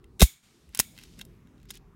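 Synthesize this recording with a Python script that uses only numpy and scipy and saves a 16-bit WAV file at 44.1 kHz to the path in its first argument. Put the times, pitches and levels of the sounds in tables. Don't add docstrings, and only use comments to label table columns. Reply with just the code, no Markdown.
import sys
import numpy as np
from scipy import signal
from scipy.fft import rfft, irfft
from scipy.io import wavfile
from scipy.ndimage import uniform_filter1d

SR = 44100
rng = np.random.default_rng(int(sys.argv[2]) if len(sys.argv) > 2 else 0)


def persist_wave(psi):
    counts = np.round(np.clip(psi, -1, 1) * 32767).astype(np.int16)
    wavfile.write(sys.argv[1], SR, np.atleast_2d(counts).T)


def voltage_ratio(level):
    return 10 ** (np.asarray(level, float) / 20)


N = 85995

# pitch_hz, level_db (per Hz)
AIR_SPECTRUM = [(24, -31), (40, -1.5), (237, -9.5), (422, -16.5), (479, -24), (585, -26.5), (1180, -29),
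                (1590, -34.5), (16000, -51.5)]
# time_s, gain_db
GAIN_DUCKING = [(0, 2), (0.201, 3.5), (.27, -6.5), (0.424, -16.5), (.435, -7.5), (.68, -4), (0.899, 1.5),
                (1.2, 3), (1.95, 1.5)]
# start_s, peak_db, ring_hz, t60_s, crack_db
HAMMER_FALL = [(.0423, -46, 2600, .015, -10), (.1930, -46, 4000, .01, -6), (.1962, -22, 3000, .03, 3),
               (.2044, -17, 5000, .03, 2), (.2067, -10, 4000, .016, -2), (.2158, -13, 3700, .02, 0),
               (.2166, -5, 3700, .022, -4), (.2213, -6, 2500, .02, 0), (.2238, -8, 6900, .025, 0),
               (.2272, -8, 3400, .025, -2), (.2298, -13, 6900, .05, 2), (.2333, -13, 6900, .06, 2)]
# start_s, peak_db, ring_hz, t60_s, crack_db
TRIGGER_RESET = [
    (.6913, -50, 3000, .01, -3),
    (.7262, -53, 2300, .012, -3),
    (.7484, -21, 6700, .011, -9),
    (.7532, -28, 3600, .022, -4),
    (.7738, -24, 9800, .012, -4),
    (.7914, -6, 7000, .022, -5),
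    (.7981, -2.5, 9400, .018, -5),
    (.8000, -5, 6000, .03, -3),
]
# start_s, peak_db, ring_hz, t60_s, crack_db
SPRING_TICKS = [(.9655, -48, 2900, .02, -16), (.9778, -36, 3000, .016, -14), (.9876, -34, 3250, .005, -13),
                (.9962, -46, 2500, .02, -10), (1.0130, -45, 2100, .02, -10), (1.0305, -51, 8000, .01, -6),
                (1.0362, -37, 5300, .026, -18), (1.1835, -50, 4000, .015, -5),
                (1.1908, -37, 6500, .018, -3), (1.1955, -37, 2100, .02, -14), (1.2078, -43, 2000, .015, -6),
                (1.2126, -28, 2900, .032, -14), (1.2512, -42, 9000, .018, 0), (1.4726, -55, 2500, .01, -8)]
# start_s, peak_db, ring_hz, t60_s, crack_db
COCKING = [(1.5800, -59, 3730, 0.0086, -15), (1.6005, -56, 3730, .01, -12),
           (1.6155, -55.5, 3500, 0.0072, -12), (1.6305, -52, 3603, 0.0078, 5),
           (1.6550, -50, 2072, 0.013, -1), (1.705, -27, 4200, 0.016, -22), (1.7088, -28, 6400, 0.02, -18),
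           (1.7172, -50.5, 8500, 0.0078, -10), (1.7415, -41.5, 9400, 0.01, 7),
           (1.7540, -39.5, 9330, .012, -14), (1.7730, -41.5, 9800, 0.013, -12)]
# pitch_hz, level_db, width_hz
STEEL_MODES = [(1050, -12, 150), (1620, -4, 110), (2080, -1, 170), (2720, -2, 150), (3200, -5, 200),
               (3760, 0, 200), (5300, -2, 400), (6400, -4, 450), (6950, -2, 450), (8200, -2, 500),
               (9350, 0, 550), (10900, -2, 650), (12400, -3, 700), (14200, -5, 900)]
# start_s, length_s, level_db, centre_hz
RUBS = [
    (0.199, 0.026, -31, 3000),
    (0.733, 0.12, -52.5, 2500),
    (0.876, 0.36, -74, 4630),
    (0.949, 0.14, -59, 3300),
    (1.167, 0.069, -62, 3000),
    (1.687, 0.042, -53.5, 4170),
    (1.73, 0.054, -54, 3320),
    (.82, .3, -71, 12000),
    (1.023, 0.21, -66.5, 3870),
]
# strongest_s, pitch_hz, peak_db, swell_s, fade_s
THUMPS = [(.2288, 55, -3.6, .003, .013), (.2288, 178, -8.5, .007, .002), (.2212, 640, -9, .0008, .0014),
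          (.210, 400, -25, .004, .005), (.2215, 1100, -16, .001, .0015), (.223, 400, -18, .002, .003),
          (.69, 70, -48, .01, .02), (.7915, 400, -26, .0003, .0015), (.7985, 750, -20, .0003, .001),
          (.799, 280, -28, .001, .002), (.799, 140, -32, .002, .004), (.80, 55, -40, .004, .012),
          (1.252, 130, -46, .002, .006)]
# start_s, level_db
FRAME_BLOWS = [
    (0.226, -31.5),
    (0.802, -50),
]
# centre_hz, width_hz, level_db, t60_s
FRAME_MODES = [(2240, 160, -11, .5), (3550, 600, -5, .4), (6900, 500, -6, .45), (8500, 450, -11, .5),
               (6000, 8000, -1, .3), (12500, 7000, 2, .28), (700, 600, -12, .12), (3000, 6000, -19, 1.6)]

AIR_DB, FLICKER_DB = -58, 9.5
BASS_DUCK, TREBLE_DUCK, TAIL_DUCK = 1.7, .5, 0.99
STEEL_SCATTER_DB, COLOUR_DB_PER_OCTAVE = 2, 9
STRIKE, CHATTER_SHARE = 3, .55
CRACK_HZ, CRACK_WIDTH_HZ = 9000, 14000
EARLY_DB, EARLY_T60_S, LATE_DB, LATE_T60_S = -25.5, 0.15, -49.5, 1.9
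ROOM_TREBLE_LOSS = 0.16
TOP_HZ = 15900


def band(x, hz, width_hz):
    return signal.lfilter(*signal.iirpeak(min(hz, .44 * SR), max(hz / width_hz, .3), fs=SR), x)


def wide_band(x, hz, width_hz):
    return band(band(x, hz, width_hz), hz, width_hz)


def unit(x):
    return x / np.abs(x).max()


def add(out, start_s, x):
    i = int(start_s * SR)
    out[i:i + len(x)] += x[:N - i]


def walk(rate_hz):
    hold = int(SR / rate_hz)
    levels = np.repeat(rng.standard_normal(N // hold + 1), hold)
    return 0.4 * uniform_filter1d(levels, hold)[:N]


def ducking_db():
    return np.interp(np.arange(N) / SR, *np.array(GAIN_DUCKING).T)


def air():
    out = 0
    f = np.arange(N // 2 + 1) * SR / N + 1
    table = np.array(AIR_SPECTRUM)
    shape = voltage_ratio(np.interp(np.log(f), np.log(table[:, 0]), table[:, 1]))
    shape = shape / np.sqrt(np.mean(shape ** 2))
    duck_db = ducking_db()
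    for hz in 25 * 2 ** np.arange(0, 10, .5):
        window = np.cos(np.pi * np.clip(np.log2(f / hz), -.5, .5))
        share = BASS_DUCK if hz < 130 else 1 if hz < 450 else TREBLE_DUCK
        level_db = AIR_DB + FLICKER_DB * walk(8) + duck_db * share
        noise = irfft(rfft(rng.standard_normal(N)) * shape * window, N)
        out = out + noise * voltage_ratio(level_db)
    return out


def clicks():
    out = np.zeros(N)
    t = np.arange(SR // 10) / SR
    for start_s, peak_db, ring_hz, t60_s, crack_db in HAMMER_FALL + TRIGGER_RESET + SPRING_TICKS + COCKING:
        chatter_noise, crack_noise = rng.standard_normal((2, len(t)))
        scatter = rng.standard_normal(len(STEEL_MODES))
        env = np.exp(-np.log(1000) * t / t60_s) * (1 - np.exp(-t / .0001))
        first_contact = STRIKE * (t < .00012)
        chatter = (chatter_noise + first_contact) * env ** (1 / CHATTER_SHARE)
        ring = np.zeros(len(t))
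        for (hz, db, width_hz), chance in zip(STEEL_MODES, scatter):
            colour_db = COLOUR_DB_PER_OCTAVE * abs(np.log2(hz / ring_hz))
            mode_db = db + STEEL_SCATTER_DB * chance - colour_db
            ring += voltage_ratio(mode_db) * unit(band(chatter, hz, width_hz))
        crack = wide_band(crack_noise * env, CRACK_HZ, CRACK_WIDTH_HZ)
        add(out, start_s, voltage_ratio(peak_db) * unit(unit(ring) + voltage_ratio(crack_db) * unit(crack)))
    return out


def room(x):
    t = np.arange(SR) / SR
    early, late = rng.standard_normal((2, SR)) / np.sqrt(SR / 100)
    late = signal.lfilter([1 - ROOM_TREBLE_LOSS], [1, -ROOM_TREBLE_LOSS], late)
    tail = voltage_ratio(EARLY_DB - 60 * t / EARLY_T60_S) * early
    tail += voltage_ratio(LATE_DB - 60 * t / LATE_T60_S) * late
    return signal.fftconvolve(x, tail * np.clip(t / 0.012, 0, 1))[:N]


def rubs():
    out = np.zeros(N)
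    for start_s, length_s, level_db, centre_hz in RUBS:
        u = np.arange(N // 4) / SR / length_s
        grains = rng.standard_normal(len(u))
        uneven_db = 3 * uniform_filter1d(rng.standard_normal(len(u)), size=60) * np.sqrt(60)
        grit = wide_band(grains * voltage_ratio(uneven_db), centre_hz, 1.5 * centre_hz)
        swell = np.sin(np.pi * np.clip(u, 0, 1)) ** 0.47
        add(out, start_s, voltage_ratio(level_db) * grit / grit.std() * swell)
    return out


def thumps():
    out, t = np.zeros(N), np.arange(N) / SR
    for strongest_s, hz, peak_db, swell_s, fade_s in THUMPS:
        after = t - strongest_s
        env = np.exp(-(after / np.where(after < 0, swell_s, fade_s)) ** 2 / 2)
        out += voltage_ratio(peak_db) * env * np.sin(2 * np.pi * hz * after)
    return out


def shimmer():
    out, t = np.zeros(N), np.arange(SR) / SR
    for start_s, blow_db in FRAME_BLOWS:
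        for hz, width_hz, mode_db, t60_s in FRAME_MODES:
            crowd = band(band(rng.standard_normal(len(t)), hz, width_hz), hz, 2 * width_hz)
            decay = voltage_ratio(blow_db + mode_db - 60 * t / t60_s)
            add(out, start_s, decay * crowd / crowd.std() * np.clip(t / 0.001, 0, 1))
    return out


def scene():
    gun = clicks() + rubs()
    tails = room(gun) + shimmer()
    return (gun + voltage_ratio(TAIL_DUCK * ducking_db()) * tails + thumps() + air())[None]


def roll_off(x):
    return signal.sosfilt(signal.butter(12, 16970, fs=SR, output="sos"), x)


def record(dry):
    rounded = dry - dry ** 3 / 8
    low_pass = signal.ellip(8, .2, 40, TOP_HZ, fs=SR, output="sos")
    mix = signal.sosfilt(low_pass, rounded)
    return roll_off(mix)


dry = scene()
out = record(dry)
persist_wave(out)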